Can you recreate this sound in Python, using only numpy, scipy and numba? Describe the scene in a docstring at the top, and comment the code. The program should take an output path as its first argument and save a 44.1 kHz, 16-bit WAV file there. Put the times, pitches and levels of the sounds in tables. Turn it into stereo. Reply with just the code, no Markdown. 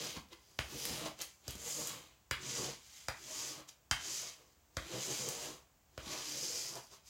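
"""Hands smooth release paper over a sticky canvas on a wooden table in a small room, a little left of a
close pair of microphones. It opens mid-stroke over faint room tone: skin hisses on the paper and the
sheet rumbles under the palm. The heel of the hand bumps, and creases tick as they are pressed flat.
From 0.6 s the hand lands seven times, each time with a pat that thumps the table, and slides away.
The last two strokes are longer, and a few light brushes end it at about 7 s."""
import sys
import numpy as np
from scipy import signal
from scipy.fft import rfft, irfft, next_fast_len
from scipy.io import wavfile
from scipy.ndimage import map_coordinates
from numba import njit

SR = 44100
rng = np.random.default_rng(int(sys.argv[2]) if len(sys.argv) > 2 else 0)


def file_out(sig):
    """Save sig as 16-bit WAV at sys.argv[1]."""
    # one column per channel
    cols = np.atleast_2d(sig).T
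    # limit, then scale
    lim = np.clip(cols, -1, 1)
    pcm = np.round(lim * 32767).astype(np.int16)
    wavfile.write(sys.argv[1], SR, pcm)


N = 312669
TIME = np.arange(N) / SR

# Slides of the palm: (time when fastest [s], run-up [s], run-out [s], skin hiss [dB], fine fizz [dB],
# paper scrape [dB], sheet rumble [dB], table rumble [dB], pressure gained on the way [dB],
# hiss centre [Hz], pitch that the palm favours in the sheet [Hz])
STROKES = [(0.02, 0.13, 0.19, -44.5, -54.5, -48, -56, -58, -12, 5940, 434),
           (0.88, 0.28, 0.23, -44.5, -51.5, -50, -52, -54, 12.5, 5720, 493),
           (1.769, 0.25, 0.26, -43, -51.5, -50.5, -52.5, -56.5, 6.5, 6760, 527),
           (2.58, 0.22, 0.2, -42, -57.5, -47.5, -50.5, -53.5, -0.5, 5950, 414),
           (3.422, .26, 0.2, -44, -56.5, -51.5, -57.5, -66, 4.5, 6000, 506),
           (4.15, .21, .21, -42.5, -56.5, -50, -61.5, -72.5, -1.5, 6000, 500),
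           (5.162, .39, .42, -43, -54.5, -49.5, -51, -58, -10.5, 6300, 466),
           (6.5, 0.48, 0.38, -42, -55, -51, -57, -65.5, -6.5, 5700, 456)]


def from_db(db):
    """Decibels to gain."""
    return 10 ** (np.asarray(db) / 20)


def unit_rms(x):
    """Scale to unit rms."""
    return x / np.sqrt(np.mean(x ** 2) + 1e-20)


def unit_energy(x):
    """Scale a short sound to the energy of one millisecond at full level."""
    return x / np.sqrt(np.sum(x ** 2) * 1000 / SR)


def at_hz(points, hz):
    """Read a table on a log-frequency axis."""
    known_hz, values = np.transpose(points)
    return np.interp(np.log(np.maximum(hz, 1)), np.log(known_hz), values)


def in_time(rows):
    """The columns of a curve at every sample."""
    times, *columns = np.transpose(rows)
    return [np.interp(TIME, times, column) for column in columns]


def add(track, s, sound):
    """Mix a sound in at time s."""
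    start = max(0, int(s * SR))
    track[start:start + len(sound)] += sound[:max(0, N - start)]


def drift(per_s):
    """A random curve of spread 1 that turns about per_s times a second."""
    knots = rng.standard_normal(N // 8)
    return 1.22 * np.interp(TIME * per_s, np.arange(len(knots)), knots)


def arch(offset, drop_db, shape):
    """A gain that is 1 at offset 0 and drop_db down at -1 and 1; a high shape flattens its top."""
    return from_db(-np.minimum(drop_db * np.abs(offset) ** shape, 100))


def coloured(x, spectrum, share=1, size=2048):
    """Minimum-phase filter that follows a spectrum, its decibels scaled by share."""
    gains = from_db(share * at_hz(spectrum, np.fft.rfftfreq(size, 1 / SR)))
    cepstrum = irfft(np.log(gains))
    cepstrum[1:size // 2] *= 2
    cepstrum[size // 2 + 1:] = 0
    return signal.oaconvolve(x, irfft(np.exp(rfft(cepstrum))))[:len(x)]


def resonance(x, hz, width_hz):
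    """Two-pole resonance with gain 1 at its peak."""
    r = np.exp(-np.pi * width_hz / SR)
    feedback = [1, -2 * r * np.cos(2 * np.pi * hz / SR), r * r]
    return signal.lfilter(np.array([1, 0, -1]) * (1 - r * r) / 2, feedback, x)


@njit
def gliding_resonance(x, hz, width_hz):
    """Two-pole resonance whose centre is given for every sample."""
    r = np.exp(-np.pi * width_hz / SR)
    feedback = 2 * r * np.cos(2 * np.pi * hz / SR)
    y = np.zeros(len(x))
    for i in range(2, len(x)):
        y[i] = (1 - r * r) / 2 * (x[i] - x[i - 2]) + feedback[i] * y[i - 1] - r * r * y[i - 2]
    return y


def diffuse_noise(size, alike_below_hz=650):
    """Sound from all sides: alike at both microphones in the bass, unrelated in the treble."""
    mid, side = rfft(rng.standard_normal((2, size)))
    alike = 1 / (1 + (np.fft.rfftfreq(size, 1 / SR) / alike_below_hz) ** 2)
    return irfft(np.sqrt(1 + alike) * mid + np.sqrt(1 - alike) * side * [[1], [-1]], size)


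def room_tone(level_db=-66):
    """The small room's faint, steady background, all around the microphones."""
    # Colour of the quiet room: (frequency [Hz], level [dB])
    spectrum = [(20, 5.5), (60, 17), (100, 7.5), (200, 1.5), (400, -4), (700, 0), (1500, -5), (4000, -10),
                (7500, -5), (9000, -15), (12500, -15.5), (14500, -8), (16000, -5)]
    noise = diffuse_noise(next_fast_len(N))[:, :N]
    return from_db(level_db) * unit_rms(np.array([coloured(side, spectrum) for side in noise]))


def hand_gains(lift_db_per_s=128):
    """Speed drives the gains of hiss and fizz; pressure those of scrape, sheet and table rumble."""
    # Fingers and cuff brush the paper: (time [s], half length [s], hiss [dB], scrape [dB], rumble [dB])
    brushes = [(0.171, 0.033, -56, -52, -46.5), (0.33, 0.033, -60, -54.5, -56.5), (0.5, 0.4, -64, -74, -78),
               (1.063, 0.056, -50, -49, -48), (1.213, 0.049, -49, -45, -53.5),
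               (1.28, 0.22, -60.5, -91, -79), (1.506, 0.096, -53.5, -51.5, -57.5),
               (2.065, 0.25, -68.5, -65.5, -75), (2.966, 0.38, -55.5, -60.5, -86),
               (3.598, .07, -65, -62, -53), (3.691, 0.023, -48.5, -55.5, -62),
               (4.394, 0.36, -68, -71.5, -70), (5.454, 0.17, -52.5, -53, -50),
               (6.12, 0.18, -51, -51, -49.5), (6.771, 0.042, -63, -58.5, -51),
               (6.936, 0.076, -57, -60.5, -67), (7.08, 0.057, -55, -62.5, -82)]
    t, gains = TIME[::50], 0
    for s, run_up, run_out, *levels_db, lean_db, _, _ in STROKES:
        speed = arch((t - s) / np.where(t < s, run_up, run_out), drop_db=24, shape=2.3)
        way = (t - s + run_up) / (run_up + run_out) - .5   # -1/2 at the start, 1/2 at the end
        pressure = arch(2 * way, drop_db=24.5, shape=3.83) * from_db(lean_db * np.clip(way, -.5, .5))
        off_paper_s = np.clip(np.maximum(s - run_up - t, t - s - run_out), 0, 1)
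        contact = from_db(-lift_db_per_s * off_paper_s)
        drives = [speed, speed ** 0.93, pressure * speed ** 0.053, pressure, pressure]
        gains = gains + contact * from_db(levels_db)[:, None] * drives
    for s, half_length, hiss_db, scrape_db, rumble_db in brushes:
        fizz_db, table_db = hiss_db - 11, rumble_db - 11.5
        touch = arch((t - s) / half_length, drop_db=28, shape=1.26)
        gains = gains + from_db([hiss_db, fizz_db, scrape_db, rumble_db, table_db])[:, None] * touch
    return [np.interp(TIME, t, gain) for gain in gains]


def hand_pitches(hiss_sag_octaves=0.096, palm_rise_octaves=0.64):
    """During a stroke the hiss sinks and the palm's pitch rises; both return before the next."""
    sag, rise = 2 ** (hiss_sag_octaves / 2), 2 ** (palm_rise_octaves / 2)
    points = []
    for s, run_up, run_out, *_, hiss_hz, palm_hz in STROKES:
        points.append((s - run_up, hiss_hz * sag, palm_hz / rise))
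        points.append((s + run_out, hiss_hz / sag, palm_hz * rise))
    return in_time(points)


def slips(per_s, spread_db):
    """Friction: countless tiny slips of uneven size."""
    happens = rng.random(N) < per_s / SR
    sizes = from_db(spread_db * np.clip(rng.standard_normal(N), -2, 2))
    return happens * np.sign(rng.random(N) - .5) * sizes


def skin_friction(hiss_gain, fizz_gain, scrape_gain, hiss_hz, width_hz, broad_share):
    """Skin slides on paper: a hiss that follows the hand, a fine fizz above it, a dry scrape below."""
    # Colours of skin on paper, each: (frequency [Hz], level [dB])
    hiss_spectrum = [(1500, -22), (3000, -19), (4300, -5), (4800, 3), (5400, -3.5), (6200, -1.5),
                     (7400, -1), (8400, -8), (10000, -5.5), (16000, -25)]
    fizz_spectrum = [(5000, -26), (8500, 2.5), (11000, -1.5), (13200, -1), (15500, -4.5)]
    scrape_spectrum = [(300, -20), (900, -9), (1400, -6.5), (2100, -2), (3100, 2.5), (4200, 1.5),
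                       (6000, -18.5), (12000, -32)]
    judder = from_db(1.67 * drift(per_s=450) + 0.8 * drift(per_s=45))   # the skin grips and lets go
    skin = slips(per_s=14000, spread_db=3.0) * judder
    tuned = gliding_resonance(skin, hiss_hz, width_hz)
    hiss = unit_rms(coloured(tuned + broad_share * skin, hiss_spectrum))
    fizz = unit_rms(coloured(slips(per_s=5900, spread_db=1.0) * judder, fizz_spectrum))
    scrape = unit_rms(coloured(slips(per_s=6000, spread_db=3.5) * judder, scrape_spectrum))
    return hiss_gain * hiss + fizz_gain * fizz + scrape_gain * scrape


def palm_rumble(sheet_gain, table_gain, palm_hz, wander_db=4.5, per_octave_db=7, stutter_db=3.2):
    """The palm drags on the sheet, which groans in its resonances, and its weight stirs the table."""
    # Resonances of the sheet under the palm: (frequency [Hz], width [Hz], level [dB])
    sheet_modes = [(312, 37, 1.5), (369, 35, 0.5), (485, 64, -0.5), (606, 130, -2), (780, 350, 0),
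                   (1053, 120, 5), (1272, 61, -6.5)]
    # Rumble of the table under the hand's weight: (frequency [Hz], level [dB])
    table_spectrum = [(20, -60), (40, -6.5), (60, -14), (95, -16.5), (130, 4), (170, -6), (260, -11),
                      (700, -37)]
    sheet, power = 0, 0
    for hz, width_hz, db in sheet_modes:
        damping_db = per_octave_db * np.abs(np.log2(hz / palm_hz))   # weaker far from the palm's pitch
        gain = from_db(db + wander_db * drift(per_s=13) - damping_db)
        sheet = sheet + gain * unit_rms(resonance(slips(per_s=2500, spread_db=4.5), hz, width_hz))
        power = power + gain ** 2
    table = unit_rms(coloured(slips(per_s=420, spread_db=4.0), table_spectrum, size=4096))
    stutter = unit_rms(from_db(stutter_db * drift(per_s=25)))
    return stutter * (sheet_gain * sheet / np.sqrt(power) + table_gain * table)


def burst(rise_s, decay_s, size=4096):
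    """A quick shower of tiny contacts, with an even spectrum so that it has no pitch."""
    t = TIME[:size]
    envelope = (1 - np.exp(-t / rise_s)) * np.exp(-t / decay_s)
    x = rng.standard_normal(size)
    for _ in range(4):   # shape in time, then flatten the spectrum
        x = irfft(np.exp(1j * np.angle(rfft(x * envelope))))
    return x * np.sqrt(envelope)


def thud(contacts, hz, width_hz):
    """A dull blow: contacts heard through a narrow and a wide resonance on one pitch."""
    return unit_energy(resonance(resonance(contacts, hz, width_hz), hz, 3 * width_hz))


def table_thump(rise_s, size=16384):
    """The wooden table rings briefly in its low modes after a push."""
    # Modes of the struck table and sheet: (frequency [Hz], level [dB], time to fall 60 dB [s])
    modes = [(60, -5, 0.074), (82, 7.5, 0.037), (121.5, -11.5, 0.13), (255, -6.5, 0.039)]
    t = TIME[:size]
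    ring = sum(from_db(db - 60 * t / t60) * np.sin(2 * np.pi * hz * t) for hz, db, t60 in modes)
    return ring * (1 - np.exp(-t / rise_s)) / 2


def heel_bumps(thud_db=4):
    """The heel of the hand catches: it nudges the table, and the sheet gives a dull thud."""
    # Catches of the heel: (time [s], level [dB])
    catches = [(0.166, -41.5), (0.743, -43), (0.901, -38.5), (0.928, -43), (1.549, -43.5), (2.433, -50),
               (6.064, -44)]
    out = np.zeros(N)
    for s, db in catches:
        sheet = thud(burst(rise_s=0.0056, decay_s=0.00637), hz=135, width_hz=140)
        add(out, s, from_db(db) * table_thump(rise_s=0.0022))
        add(out, s, from_db(db + thud_db) * sheet)
    return out


def crease_ticks(crumple_db=-8, width_hz=7000):
    """A crease gives way with one tick and a short, weaker crumple."""
    # Creases snapping flat: (time [s], level [dB], centre [Hz])
    snaps = [(0.286, -55, 5030), (0.32, -54, 3000), (0.853, -25, 4200), (1.214, -32.5, 4970),
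             (1.19, -44, 2600), (1.218, -29, 5530), (1.4798, -35, 4870), (1.507, -36, 8800),
             (1.554, -41, 4300), (1.8716, -30.5, 7030), (5.2876, -29, 5910), (6.754, -38.5, 5860)]
    out = np.zeros(N)
    for s, db, hz in snaps:
        tick = unit_energy(resonance(burst(rise_s=0.0011, decay_s=0.0012), hz, width_hz))
        crumple = unit_energy(resonance(burst(rise_s=0.0027, decay_s=0.0067), hz, width_hz))
        add(out, s, from_db(db) * (tick + from_db(crumple_db) * crumple))
    return out


def hand_pats(palm_delay_s=0.001142, thump_delay_s=0.00328):
    """Fingers crack on the paper, the palm squeezes out the air under it, the table knocks and thumps."""
    # Landings of the hand: (time [s], clap [dB], paper crack [dB], thump [dB], knock [dB],
    # pitch of the trapped air [Hz])
    landings = [(0.588, -24.5, -26.5, -31.5, -33, 1660), (1.479, -51, -32.5, -35.5, -39.5, 700),
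                (2.3097, -19.5, -27.5, -33.5, -32.5, 1800), (3.083, -24, -29, -36, -34, 1200),
                (3.911, -18.5, -18.5, -30.5, -48, 1500), (4.768, -26.5, -29.5, -31.5, -31.5, 1300),
                (5.9761, -34, -46, -39, -34, 795)]
    # Colours of the palm's clap and the paper's crack, each: (frequency [Hz], level [dB])
    clap_spectrum = [(150, -36), (450, -7), (700, -3), (1000, -2.5), (1800, 0), (2400, -1), (3100, 0.5),
                     (4000, -2), (12000, -19.5)]
    crack_spectrum = [(800, -19.5), (2400, -2), (3100, 10), (4200, -10), (4800, 7.5), (5700, -0.5),
                      (7300, -1), (8500, -4.5), (10500, -8.5), (15000, -33)]
    out = np.zeros(N)
    for s, clap_db, crack_db, thump_db, knock_db, pocket_hz in landings:
        air = coloured(burst(rise_s=0.00088, decay_s=0.00266), clap_spectrum)
        clap = unit_energy(air + resonance(air, pocket_hz, width_hz=900))
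        knock = thud(burst(rise_s=0.00053, decay_s=0.00138), hz=540, width_hz=200)
        crack = unit_energy(coloured(burst(rise_s=0.0027, decay_s=0.00142), crack_spectrum))
        add(out, s, from_db(crack_db) * crack)
        add(out, s + palm_delay_s, from_db(clap_db) * clap + from_db(knock_db) * knock)
        add(out, s + thump_delay_s, from_db(thump_db) * table_thump(rise_s=0.00016))
    return out


def close_pair(hands, shadow_above_hz=900):
    """The hands reach the left microphone first; only short waves are shadowed and differ in level."""
    # Where the hands work: (time [s], lag of the right microphone [ms], treble left minus right [dB])
    positions = [(0, 0.051, -1.5), (.75, 0.058, 1.5), (1.25, 0.16, 0), (2.4, 0.14, 3), (4.9, 0.16, 5.5),
                 (5.4, 0.14, 0.5), (6.1, 0.16, 5), (6.8, 0.15, 0.5)]
    lag_ms, left_db = in_time(positions)
    delayed = map_coordinates(hands, [(TIME - lag_ms / 1000) * SR], order=5)
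    pair = np.array([hands, delayed])
    treble = signal.sosfilt(signal.butter(1, shadow_above_hz, "high", fs=SR, output="sos"), pair)
    return pair + treble * (from_db([left_db / 2, -left_db / 2]) - 1)


def wall_echoes(x, first_echo_s=0.002, build_s=0.0008, size=24000, bands=10):
    """Dense echoes from the near walls build up and die away octave by octave."""
    # Decay of the room: (frequency [Hz], time to fall 60 dB [s])
    decay_times = [(100, 0.4), (500, 0.24), (2000, 0.35), (6000, 0.24), (15000, 0.2)]
    # Echoes against the direct sound: (frequency [Hz], level [dB])
    echo_levels = [(100, -10), (500, -5.5), (1500, -2), (3000, -4.5), (6000, -8.5), (15000, -3)]
    t, hz = TIME[:size], np.fft.rfftfreq(size, 1 / SR)
    echoes = rfft(diffuse_noise(size))
    build_up = 1 - np.exp(-np.maximum(t - first_echo_s, 0) / build_s)
    centres, response = np.geomspace(40, 16000, bands), 0
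    for centre, band_weights in zip(centres, np.eye(bands)):
        band = irfft(echoes * at_hz(np.c_[centres, band_weights], hz), size)
        decay = build_up * from_db(-60 * t / at_hz(decay_times, centre))
        response = response + band * decay / np.linalg.norm(decay) * from_db(at_hz(echo_levels, centre))
    return signal.oaconvolve(x[None], response, axes=1)[:, :N]


def scene(centre_share=0.49, sheen_from_db=-43.5, sheen_growth=0.28, travel_hz=1.1):
    """At the table: hands close by on the left, paper sliding in the middle, the room all around."""
    # Balance of the two microphones: (frequency [Hz], left minus right [dB])
    balance = [(100, 0), (1300, 0.35), (2400, 0.5), (4400, 1.5), (8000, 2), (11000, -2.5), (14000, 0.5)]
    hiss_gain, fizz_gain, scrape_gain, sheet_gain, table_gain = hand_gains()
    hiss_hz, palm_hz = hand_pitches()
    broad = skin_friction(hiss_gain, fizz_gain, scrape_gain, hiss_hz, width_hz=2600, broad_share=1.0)
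    hands = np.sqrt(1 - centre_share) * broad + palm_rumble(sheet_gain, table_gain, palm_hz)
    hands = hands + hand_pats() + heel_bumps() + crease_ticks()
    # In the loudest strokes a narrow sheen outgrows the broad hiss.
    sheen_gain = hiss_gain * (hiss_gain / from_db(sheen_from_db)) ** sheen_growth
    sheen = skin_friction(sheen_gain, fizz_gain, scrape_gain, hiss_hz, width_hz=1700, broad_share=0.057)
    centre = np.sqrt(centre_share) * sheen   # reaches both microphones at once
    sources = hands + centre
    turn = 2 * np.pi * travel_hz * TIME   # the echo pattern shifts as the hands travel
    echoes = wall_echoes(sources * np.cos(turn)) + wall_echoes(sources * np.sin(turn))
    left, right = close_pair(hands) + centre + echoes
    pair = np.array([coloured(left, balance, share=1 / 2), coloured(right, balance, share=-1 / 2)])
    return pair + room_tone()


def record(dry, low_cut_hz=51.5, high_cut_hz=15800):
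    """On both microphones the deepest bass is rolled off and the top is cut steeply."""
    thinned = signal.sosfilt(signal.butter(5, low_cut_hz, "high", fs=SR, output="sos"), dry)
    return signal.sosfilt(signal.ellip(10, .1, 80, high_cut_hz, fs=SR, output="sos"), thinned)


dry = scene()
out = record(dry)
file_out(out)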